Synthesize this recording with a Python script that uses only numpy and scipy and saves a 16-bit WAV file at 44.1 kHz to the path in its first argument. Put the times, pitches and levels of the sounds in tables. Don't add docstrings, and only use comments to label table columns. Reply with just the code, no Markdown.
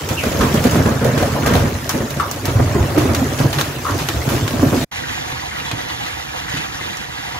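import sys
import numpy as np
from scipy import signal
from scipy.fft import rfft, irfft, next_fast_len
from scipy.io import wavfile
from scipy.ndimage import uniform_filter1d

SR = 44100
rng = np.random.default_rng(int(sys.argv[2]) if len(sys.argv) > 2 else 0)


def master_out(mix):
    frames = np.transpose(np.atleast_2d(mix))
    ceiling = np.clip(frames, -1, 1)
    pcm = np.round(ceiling * 32767).astype(np.int16)
    wavfile.write(sys.argv[1], SR, pcm)


N = 325899
TIME = np.arange(N) / SR
HIT_TIME = np.arange(8192) / SR
HIT_HZ = np.fft.rfftfreq(len(HIT_TIME), 1 / SR)
HIT_TAPER = np.cos(np.pi / 2 * HIT_TIME / HIT_TIME[-1])
GARDEN_END_S, STREET_START_S = 4.84, 4.912


def amp(db):
    return 10 ** (np.asarray(db) / 20)


def read(table, hz):
    table_hz, *columns = np.transpose(table)
    return [np.interp(np.log(hz + 1), np.log(table_hz), column) for column in columns]


def follow(table):
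    return np.interp(TIME, *np.transpose(table))


def swing(level_db, during):
    return level_db - level_db[during].mean()


def add(mix, start_s, sound):
    part = mix[:, max(round(start_s * SR), 0):][:, :sound.shape[1]]
    part += sound[:, :part.shape[1]]


def split(x, edge_hz):
    return [signal.sosfilt(signal.butter(3, edge_hz, kind, fs=SR, output="sos"), x)
            for kind in ("low", "high")]


def evened(x):
    return x / np.sqrt(abs(uniform_filter1d(x.mean(0) ** 2, size=6000)) + 1e-12)


def peaked(x):
    return x / np.sqrt(uniform_filter1d(x.mean(0) ** 2, size=180).max())


def colour(x, gain_db):
    log_gain = np.log(amp(np.maximum(gain_db, gain_db.max() - 90)))
    circle = np.concatenate([log_gain, log_gain[-2:0:-1]])
    taps = np.fft.ifft(np.exp(signal.hilbert(circle).conj())).real[:len(HIT_HZ) // 2]
    return signal.oaconvolve(x, taps[None], axes=1)[:, :x.shape[1]]


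def resonance_db(hz, q):
    ratio = (HIT_HZ + 1) / hz
    return -10 * np.log10(1 + (q * (ratio - 1 / ratio)) ** 2)


# frequency_hz, likeness (0-1), left_phase_lag_rad, left_minus_right_db
GARDEN_SPACING = [(99, 0.97, -0.18, -1), (246, 0.98, -0.047, -1), (405, 0.71, 0.31, -2.5),
                  (686, 0.7, -0.013, 2), (1000, 0.22, -0.44, -2), (2440, 0.31, -0.51, 0.5),
                  (3280, 0, 0.56, -1), (8000, 0.14, -0.54, -0.5)]
STREET_SPACING = [(89.5, 0.98, 0.26, -1), (260, 1, 1.4, -12), (356, 0.59, 0.68, -12), (495, 0.17, 3.6, -8),
                  (545, 0.97, 3.2, 1.5), (666, 0.93, 3.2, 0), (737, 0.74, 3.8, -2), (970, 0.35, 3.8, -3),
                  (1250, 0.98, 4.4, 0.5), (1820, 0.47, 4.1, -3), (2230, 0.89, 3.1, -0.5),
                  (3300, 0.66, 3.66, -3), (3760, 0.53, 4.7, -1), (4230, 0.65, 4.08, -2),
                  (7130, 1, 4.62, -0.5), (13200, 0.27, 0.23, 0.5)]


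def ports(x, table):
    size = next_fast_len(x.shape[1] + len(HIT_HZ))
    likeness, lag, balance_db = read(table, np.fft.rfftfreq(size, 1 / SR))
    a, b = rfft(x, size)
    common = np.sqrt((1 + likeness) / 2) * a
    apart = np.sqrt((1 - likeness) / 2) * b
    left = (common + apart) * np.exp(-1j * lag) * amp(balance_db / 2)
    right = (common - apart) * amp(-balance_db / 2)
    return irfft(np.array([left, right]), size)[:, :x.shape[1]]


def burst(ring_s, echo_db, echo_t60):
    echo = amp(echo_db) * np.exp(-np.log(1000) * HIT_TIME / echo_t60)
    envelope = np.exp(-HIT_TIME / ring_s) + echo
    return rng.standard_normal((2, len(HIT_TIME))) * envelope * HIT_TAPER


def ringing(gain_db, envelope):
    x = colour(rng.standard_normal((2, 2 * len(HIT_TIME))), gain_db)
    x = x / np.sqrt(abs(uniform_filter1d(x ** 2, size=440)) + 1e-20)
    return x[:, len(HIT_TIME):] * envelope / envelope.max() * HIT_TAPER


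def shower(per_s, spread_db, low_hz, high_hz, q, ring_s, echo_db, echo_t60, count=14):
    out = np.zeros((2, N))
    for hz in np.geomspace(low_hz, high_hz, count):
        tap = colour(burst(ring_s, echo_db, echo_t60), resonance_db(hz, q))
        gap, size = rng.exponential(1, (2, 2000))
        at = (np.cumsum(gap) * count / per_s * SR).astype(int)
        size = amp(spread_db * np.minimum(size, 4))
        blows = np.bincount(at[at < N], size[at < N], N)
        out += signal.oaconvolve(blows[None], tap, axes=1)[:, :N]
    return out / out.std()


def wash(patchy_db):
    z = signal.stft(rng.standard_normal((2, N)), nperseg=512, noverlap=384)[2]
    patches = uniform_filter1d(rng.standard_normal(z.shape[1:]), size=3, axis=0)
    patches = uniform_filter1d(patches, size=9, axis=1)
    patched = z * amp(patchy_db * patches / patches.std())
    hiss = signal.istft(patched, nperseg=512, noverlap=384)[1][:, :N]
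    return hiss / hiss.std()


def squalls():
    swell = sum(np.sin(2 * np.pi * (hz * TIME + rng.random())) for hz in np.geomspace(2.5, 11, 12))
    return swell / swell.std()


RUMBLE_DB, RUMBLE_FOLLOWS = -35.5, 1.6
# frequency_hz, gain_db
HOUSE_COLOUR = [(25, -10), (50, -6), (75, 3), (105, -5.5), (145, 2), (215, -9.5), (290, -9), (400, -19),
                (500, -10), (600, -28), (1000, -66), (4000, -95)]


def house_rumble(hiss_db):
    level_db = RUMBLE_DB + RUMBLE_FOLLOWS * swing(hiss_db, TIME > STREET_START_S)
    blows = shower(per_s=330, spread_db=2.0, low_hz=70, high_hz=597, q=0.43,
                   ring_s=0.0092, echo_db=-20.0, echo_t60=0.17, count=8)
    rumble = ports(colour(blows, read(HOUSE_COLOUR, HIT_HZ)[0]), STREET_SPACING)
    return amp(level_db) * evened(rumble)


SQUALL_DB = 1.1
# start_s, level_db
STREET_FALL_LEVEL = [(4.92, -31.5), (5.05, -30), (5.4, -31.5), (6.1, -31), (6.27, -33), (6.57, -29.5),
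                     (6.67, -31.5), (7.25, -33), (7.39, -30.5)]
# frequency_hz, gain_db
STREET_COLOUR = [(200, -30), (420, -10), (500, -2), (545, 0), (585, 6), (650, 0), (720, 6.5), (810, 4),
                 (860, 1), (910, 3.5), (1030, -1), (1130, 1.5), (1230, -1), (1800, 1), (2900, -1),
                 (4000, -4), (5100, -8.5), (6200, -7.5), (7400, -11), (8500, -17.5), (10000, -15.5),
                 (12800, -16.5), (14800, -40)]


def street():
    hiss_db = follow(STREET_FALL_LEVEL)
    ticks = shower(per_s=900, spread_db=1.7, low_hz=900, high_hz=7000, q=2.5,
                   ring_s=.0009, echo_db=-20, echo_t60=.12)
    pings = shower(per_s=650, spread_db=1.7, low_hz=780, high_hz=3400, q=16,
                   ring_s=.002, echo_db=-18, echo_t60=.2, count=20)[0]
    pings = np.array([.8 * np.interp(TIME - .0005, TIME, pings), pings])
    fall = ports(wash(patchy_db=2.6) + amp(-8) * ticks, STREET_SPACING) + amp(-13.5) * pings
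    hiss = evened(colour(fall, read(STREET_COLOUR, HIT_HZ)[0]))
    return amp(hiss_db + SQUALL_DB * squalls()) * hiss + house_rumble(hiss_db)


CLATTER_DB, CLATTER_FOLLOWS = -32.5, 0.53
# start_s, level_db
SPRAY_LEVEL = [(0.0, -32.5), (0.3, -29), (0.44, -28), (0.72, -28.5), (0.96, -33), (1.08, -32), (1.4, -31),
               (1.56, -31.5), (1.78, -33), (2.4, -34), (2.56, -32.5), (3.38, -30.5), (3.8, -33),
               (4.0, -29.5), (4.2, -31), (4.33, -28.5), (4.53, -32), (4.83, -27)]
# frequency_hz, gain_db
GARDEN_COLOUR = [(100, -45), (400, -9.5), (800, 4.5), (1400, 2.5), (2000, -0.5), (3000, -9), (4500, -15),
                 (6000, -14), (7500, -16.5), (8300, -22), (12000, -18.5), (15000, -23.5), (16000, -14.5)]


def garden():
    clatter_db = CLATTER_DB + CLATTER_FOLLOWS * swing(follow(HAIL_LEVEL), TIME < GARDEN_END_S)
    near = shower(per_s=420, spread_db=2.7, low_hz=600, high_hz=7000, q=1.8,
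                  ring_s=.0013, echo_db=-17, echo_t60=.16, count=24)
    taps = shower(per_s=150, spread_db=1.2, low_hz=579, high_hz=1900, q=22,
                  ring_s=.003, echo_db=-8, echo_t60=.2, count=18)
    fall = amp(-7.5) * near + amp(-13) * taps + wash(patchy_db=4)
    fall = ports(colour(fall, read(GARDEN_COLOUR, HIT_HZ)[0]), GARDEN_SPACING)
    clatter, spray = split(fall, 3300)
    return amp(clatter_db) * evened(clatter) + amp(follow(SPRAY_LEVEL)) * evened(spray)


def by_wall(s):
    return np.interp(s, [1.6, 2.5], [0, 1])


HOLLOW_SHARE = 0.37
# start_s, level_db
HAIL_LEVEL = [(0.0, -27), (0.2, -26.5), (0.42, -17.5), (0.85, -20), (0.98, -22), (1.15, -18), (1.41, -19.5),
              (1.57, -16), (1.8, -27.5), (2.42, -27.5), (2.58, -21.5), (2.92, -20.5), (3.02, -16.5),
              (3.35, -21.5), (3.5, -23.5), (3.82, -27.5), (4.23, -25), (4.33, -17.5), (4.5, -26),
              (4.68, -17.5), (4.83, -20.5)]
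# frequency_hz, gain_at_edge_db, gain_by_wall_db
ROOF_RING = [(25, -32, -43), (38, -16, -22), (50.6, -6, -11), (79, -0.5, 0.5), (93, -0.5, 1),
             (138.3, -3, -1), (195, -9, -12.5), (204, -4.5, -14.5), (231, -2, -5), (300, -7, -4),
             (380, -7.5, -7), (464, -4, -10), (717, -11.5, -11), (750, -16, -15.5), (1580, -15, -21),
             (8200, -75, -85)]


def roof():
    blows = shower(per_s=520, spread_db=2.0, low_hz=64.0, high_hz=1510, q=0.55,
                   ring_s=0.0057, echo_db=-13.5, echo_t60=0.17, count=12)
    panes = shower(per_s=130, spread_db=2, low_hz=200, high_hz=750, q=14,
                   ring_s=.003, echo_db=-20, echo_t60=.25, count=13)
    struck = blows + amp(-5.0) * panes
    edge, wall = (colour(struck, gain_db) for gain_db in read(ROOF_RING, HIT_HZ))
    panel = ports(edge + by_wall(TIME) * (wall - edge), GARDEN_SPACING)
    boom, hollow = split(panel, 190)
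    drumming = np.sqrt(1 - HOLLOW_SHARE) * evened(boom) + np.sqrt(HOLLOW_SHARE) * evened(hollow)
    return amp(follow(HAIL_LEVEL)) * drumming


KNOCK_RING_S, KNOCK_ECHO_RISE_S, KNOCK_ECHO_S = 0.0043, 0.009, 0.06
CLUNK_DB = -10
KNOCK_PARTIALS = [(.91, 0.58), (1.064, 0.74), (2.3, 0.047)]


def knock(hz, echo_db):
    age = HIT_TIME / KNOCK_RING_S
    modes = sum(gain * np.sin(2 * np.pi * hz * ratio * HIT_TIME) for ratio, gain in KNOCK_PARTIALS)
    ring = age * np.exp(-age) * modes
    scatter = (1 - np.exp(-HIT_TIME / KNOCK_ECHO_RISE_S)) ** 2 * np.exp(-HIT_TIME / KNOCK_ECHO_S)
    echo = ringing(2 * resonance_db(hz * 0.9, q=2.8), scatter)
    clunk = ringing(resonance_db(hz, q=1.2), np.sqrt(age) * np.exp(-age / 2))
    return peaked(np.array([ring, .5 * ring])) + amp(echo_db) * echo + amp(CLUNK_DB) * clunk


# start_s, level_db, pitch_hz, echo_db (against the ring)
KNOCK_HITS = [(0.408, -18, 1180, -6), (0.411, -27, 1634, -5), (0.872, -23, 940, -6),
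              (1.226, -15.5, 678, -10), (1.36, -20.5, 940, -8), (1.432, -23.5, 1330, -5),
              (1.467, -27, 1320, -4.5), (1.552, -20, 674, -6), (2.197, -11.5, 1250, -8.5),
              (2.745, -27, 990, -3), (3.849, -18, 1160, -9), (3.864, -18.5, 1245, -6),
              (3.884, -27, 1720, -3), (3.891, -24, 1290, -10), (4.612, -32, 1080, -12),
              (5.035, -27.5, 1730, -8), (5.428, -34, 980, -7), (5.511, -30.5, 1980, -4),
              (5.597, -31, 2650, -12), (5.664, -29, 3710, -7), (5.712, -29, 2300, -12),
              (5.788, -29.5, 1850, -9), (5.897, -30.5, 3270, -16), (6.062, -31, 1890, -6),
              (6.478, -30, 1890, -1), (6.572, -29, 2830, -8), (6.731, -36, 1840, 2),
              (6.79, -30.5, 1170, -17), (6.808, -27.5, 1950, -7), (7.176, -32, 1820, -9),
              (7.346, -29, 925, -5)]


def knocks():
    out = np.zeros((2, N))
    for start_s, level_db, hz, echo_db in KNOCK_HITS:
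        add(out, start_s, amp(level_db) * knock(hz, echo_db))
    return out


ZING_START_S, ZING_DB, ZING_FADE_S = .171, -21, 0.018
ZING_HZ, ZING_SAG_HZ_PER_S, ZING_WIDTH_HZ = 2820, 6300, 640
ZING_ECHO_DB, ZING_ECHO_S = 4, 0.056


def zing():
    turn = np.exp(2j * np.pi * np.cumsum(ZING_HZ - ZING_SAG_HZ_PER_S * HIT_TIME) / SR)
    ring = turn.real * (1 - np.exp(-HIT_TIME / KNOCK_RING_S)) * np.exp(-HIT_TIME / ZING_FADE_S)
    smooth = signal.butter(3, ZING_WIDTH_HZ / 2, fs=SR, output="sos")
    real, imaginary = rng.standard_normal((2, 2, len(HIT_TIME)))
    flutter = signal.sosfilt(smooth, real + 1j * imaginary)
    scatter = (1 - np.exp(-HIT_TIME / KNOCK_ECHO_RISE_S)) ** 2 * np.exp(-HIT_TIME / ZING_ECHO_S)
    echo = (flutter / flutter.std() * turn).real * scatter
    return amp(ZING_DB) * (np.outer([2, 0], ring) + amp(ZING_ECHO_DB) * echo)


CONTACT_DB, CONTACT_AT_DB, CONTACT_GROWS = 15.5, -20, .55
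# frequency_hz, gain_db
CLACK_COLOUR = [(150, -10.5), (600, -2.5), (1300, -2.5), (2500, -5), (4000, 0.5), (8000, -36)]
SNAP_COLOUR = [(800, -33), (3000, -1.5), (4500, 3.5), (6500, 5.5), (8500, -5), (13000, -2.5), (16000, -3)]


def crack(clack_db, snap_db):
    ice = burst(ring_s=.0035, echo_db=-8, echo_t60=.16)
    ice[0, 4] += amp(CONTACT_DB + CONTACT_GROWS * (clack_db - CONTACT_AT_DB))
    clack = peaked(colour(ice, read(CLACK_COLOUR, HIT_HZ)[0]))
    snap = peaked(colour(ice, read(SNAP_COLOUR, HIT_HZ)[0]))
    return amp(clack_db) * clack + amp(snap_db) * snap


SKITTER_S = 0.028
# frequency_hz, gain_db
SPLINTER_COLOUR = [(300, -5.5), (1100, 5), (3000, -4), (6500, -7.5), (8500, -13.5), (15000, -11.5)]


def splinters():
    start_s, _, _, level_db = np.transpose(CRACK_HITS)
    thrown = np.bincount((start_s * SR).astype(int), amp(level_db) ** 2, N)
    power = signal.lfilter([1], [1, -np.exp(-1 / (SKITTER_S * SR))], thrown)
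    bits = shower(per_s=1800, spread_db=1.2, low_hz=700, high_hz=12000, q=2,
                  ring_s=.0016, echo_db=-12, echo_t60=.16, count=8)
    return np.sqrt(power) * evened(colour(bits, read(SPLINTER_COLOUR, HIT_HZ)[0]))


# start_s, clack_db, snap_db, splinters_db
CRACK_HITS = [(0.089, -29, -24.5, -27), (0.237, -32, -28, -27.5), (0.407, -34, -46, -23),
              (0.542, -27, -24, -28), (0.64, -29, -23, -24), (0.71, -29, -24, -29), (0.745, -34, -45, -28),
              (0.86, -30, -43, -29), (1.046, -26, -25.5, -28), (1.177, -43, -42, -23),
              (1.227, -27, -32, -30), (1.433, -41, -42, -34), (1.461, -30, -29, -20.5),
              (1.536, -29, -26, -22), (1.553, -22, -34, -30), (1.893, -21, -16, -22.5),
              (2.106, -30, -28, -34.5), (2.313, -26, -18.5, -46), (2.455, -23.5, -20.5, -25.5),
              (2.979, -41, -31, -23.5), (3.148, -19, -18.5, -28), (3.387, -36, -36, -25),
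              (3.529, -22, -32, -24.5), (3.586, -19.5, -38, -21.5), (3.612, -12, -16.5, -44),
              (3.988, -26.5, -38, -25.5), (4.087, -16, -20, -30.5), (4.289, -33, -38, -22.5),
              (4.478, -18, -24.5, -28), (4.828, -34, -35, -44), (5.318, -31, -45, -36),
              (5.714, -22, -24.5, -41), (5.9, -30, -35, -52), (6.037, -33, -40, -46),
              (6.064, -26, -31, -37), (6.475, -41, -41, -48), (6.497, -44, -31, -40),
              (6.571, -25, -30, -39), (6.97, -32, -28, -51)]


def cracks():
    out = splinters()
    for start_s, clack_db, snap_db, _ in CRACK_HITS:
        add(out, start_s, crack(clack_db, snap_db))
    return out


THUD_RISE_S = 0.004955
THUD_Q, THUD_ECHO_DB, THUD_ECHO_T60_S = 1.0, -12.5, .5
THUD_SLAP_DB = -8.5


def thud(start_s, hz, ring_s, boom_share):
    edge_db, wall_db = read(ROOF_RING, HIT_HZ)
    roof_db = edge_db + by_wall(start_s) * (wall_db - edge_db)
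    rise = 1 - np.exp(-(HIT_TIME / THUD_RISE_S) ** 2)
    age = np.maximum(HIT_TIME - 2.6 * THUD_RISE_S, 0)
    fade = np.exp(-age / ring_s)
    echo = amp(THUD_ECHO_DB) * np.exp(-np.log(1000) * age / THUD_ECHO_T60_S)
    spread = rise * (np.sqrt(1 - boom_share) * fade + echo) / (1 + amp(THUD_ECHO_DB))
    place_db = np.maximum(resonance_db(hz, THUD_Q), THUD_SLAP_DB)
    rattle = spread.max() * ringing(roof_db + place_db, spread)
    boom = np.sqrt(2 * boom_share) * rise * fade * np.sin(2 * np.pi * hz * HIT_TIME) * HIT_TAPER
    return rattle + np.outer([1, 0], boom)


# start_s, level_db, pitch_hz (of the struck place), ring_s, boom_share (of the power, 0-1)
THUD_HITS = [(0.106, -14.5, 127, 0.017, 0.01), (0.233, -18.5, 542, 0.022, 0.1),
             (0.26, -15, 231, 0.015, 0.16), (0.338, -23, 208, 0.019, 0.1), (0.398, -12, 226, 0.02, 0),
             (0.426, -14.5, 237, 0.024, 0.2), (0.542, -11, 220, 0.012, 0.46),
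             (0.575, -16, 169, 0.0076, 0.8), (0.65, -8.5, 233, 0.0089, 0.5), (0.667, -9, 257, 0.0052, 0.8),
             (0.698, -21, 167, 0.012, 0.8), (0.727, -16, 141, 0.015, 0.1), (0.755, -8.5, 187, 0.012, 0.54),
             (0.774, -13, 127, 0.034, 0.3), (0.797, -10.5, 112, 0.015, 0.4), (0.854, -10, 198, 0.037, 0.17),
             (0.912, -14, 97, 0.016, 0.3), (0.957, -16, 139, 0.01, 0.6), (1.01, -16.5, 137, 0.063, 0),
             (1.052, -12.5, 512, 0.016, 0.18), (1.071, -10.5, 128, 0.028, 0.7),
             (1.122, -20, 144, 0.016, 0.2), (1.17, -17, 287, 0.019, 0.14), (1.205, -19, 260, 0.02, 0.05),
             (1.222, -15, 108, 0.027, 0.07), (1.432, -18, 236, 0.01, 0.2), (1.473, -16, 218, 0.023, 0.1),
             (1.51, -11.5, 135, 0.022, 0.03), (1.548, -10.5, 138, 0.035, 0.08),
             (1.606, -14, 112, 0.025, 0.4), (1.654, -14.5, 110, 0.03, 0.4), (1.752, -18, 101, 0.01, 0.9),
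             (1.941, -16.5, 263, 0.079, 0), (2.005, -17, 227, 0.061, 0.13), (2.168, -19.5, 137, 0.028, 0.3),
             (2.444, -18.5, 266, 0.008, 0.4), (2.48, -14.5, 100, 0.017, 0.2),
             (2.556, -10.5, 106, 0.029, 0.77), (2.592, -8.5, 127.5, 0.039, 0.4), (2.663, -12, 96, 0.015, 1),
             (2.75, -11.5, 224, 0.034, 0.15), (2.802, -9.5, 93, 0.029, 0.35), (2.964, -16, 334, 0.011, 0),
             (2.976, -9, 306, 0.0092, 0.33), (3.051, -14, 237, 0.021, 0.02), (3.093, -14, 230, 0.031, 0.4),
             (3.219, -14.5, 248, 0.014, 0.8), (3.401, -11.5, 145, 0.041, 0.02),
             (3.439, -18.5, 227, 0.022, 0), (3.454, -10.5, 130, 0.021, 0.74),
             (3.564, -19.5, 140, 0.048, 0.76), (3.889, -21.5, 305, 0.032, 0.15),
             (3.916, -19, 100, 0.018, 0.3), (3.944, -19.5, 294, 0.05, 0), (4.012, -20, 142, 0.016, 0.7),
             (4.142, -19, 124, 0.016, 0.5), (4.162, -18, 73.6, 0.027, 0.64), (4.274, -16, 140, 0.009, 0.05),
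             (4.33, -21.5, 266, 0.026, 0.08), (4.368, -20, 100.5, 0.024, 0.2),
             (4.427, -16.5, 99.4, 0.044, 0.75), (4.533, -17, 267, 0.064, 0.04),
             (4.592, -12, 96, 0.028, 0.53), (4.626, -7.5, 263.3, 0.02, 0.5), (4.667, -19, 148, 0.038, 0.4),
             (4.723, -11.5, 273, 0.042, 0), (5.107, -34, 156, 0.012, 0.8), (5.322, -25.5, 137, 0.012, 0.4),
             (5.612, -33, 153, 0.019, 0.2), (5.713, -27.5, 266, 0.006, 0.2), (5.729, -23, 156, 0.022, 0.25),
             (6.538, -25.5, 161, 0.04, 0.5), (6.806, -30.5, 84, 0.061, 0.6)]


def thuds():
    out = np.zeros((2, N))
    for start_s, level_db, hz, ring_s, boom_share in THUD_HITS:
        add(out, start_s - THUD_RISE_S, amp(level_db) * thud(start_s, hz, ring_s, boom_share))
    return out


def big_stones():
    out = knocks() + cracks() + thuds()
    add(out, ZING_START_S, zing())
    return ports(out, GARDEN_SPACING)


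def scene():
    in_garden = np.clip((GARDEN_END_S - TIME) / 0.0088 + 1, amp(-47.5), 1)
    in_street = np.clip((TIME - STREET_START_S) / 0.007, 0, 1)
    stones = big_stones()
    dull_stones = signal.sosfilt(signal.butter(2, 10500, fs=SR, output="sos"), stones)
    return in_garden * (roof() + garden() + stones) + in_street * (street() + dull_stones)


LOW_CUT_HZ, EDGE_HZ = 35, 15700


def record(dry):
    dry = signal.sosfilt(signal.butter(2, LOW_CUT_HZ, "high", fs=SR, output="sos"), dry)
    rounded = dry / (1 + dry ** 8) ** (1 / 8)
    taps = signal.firwin(511, EDGE_HZ, window=("kaiser", 9), fs=SR)
    return signal.oaconvolve(rounded, taps[None], "same")


dry = scene()
out = record(dry)
master_out(out)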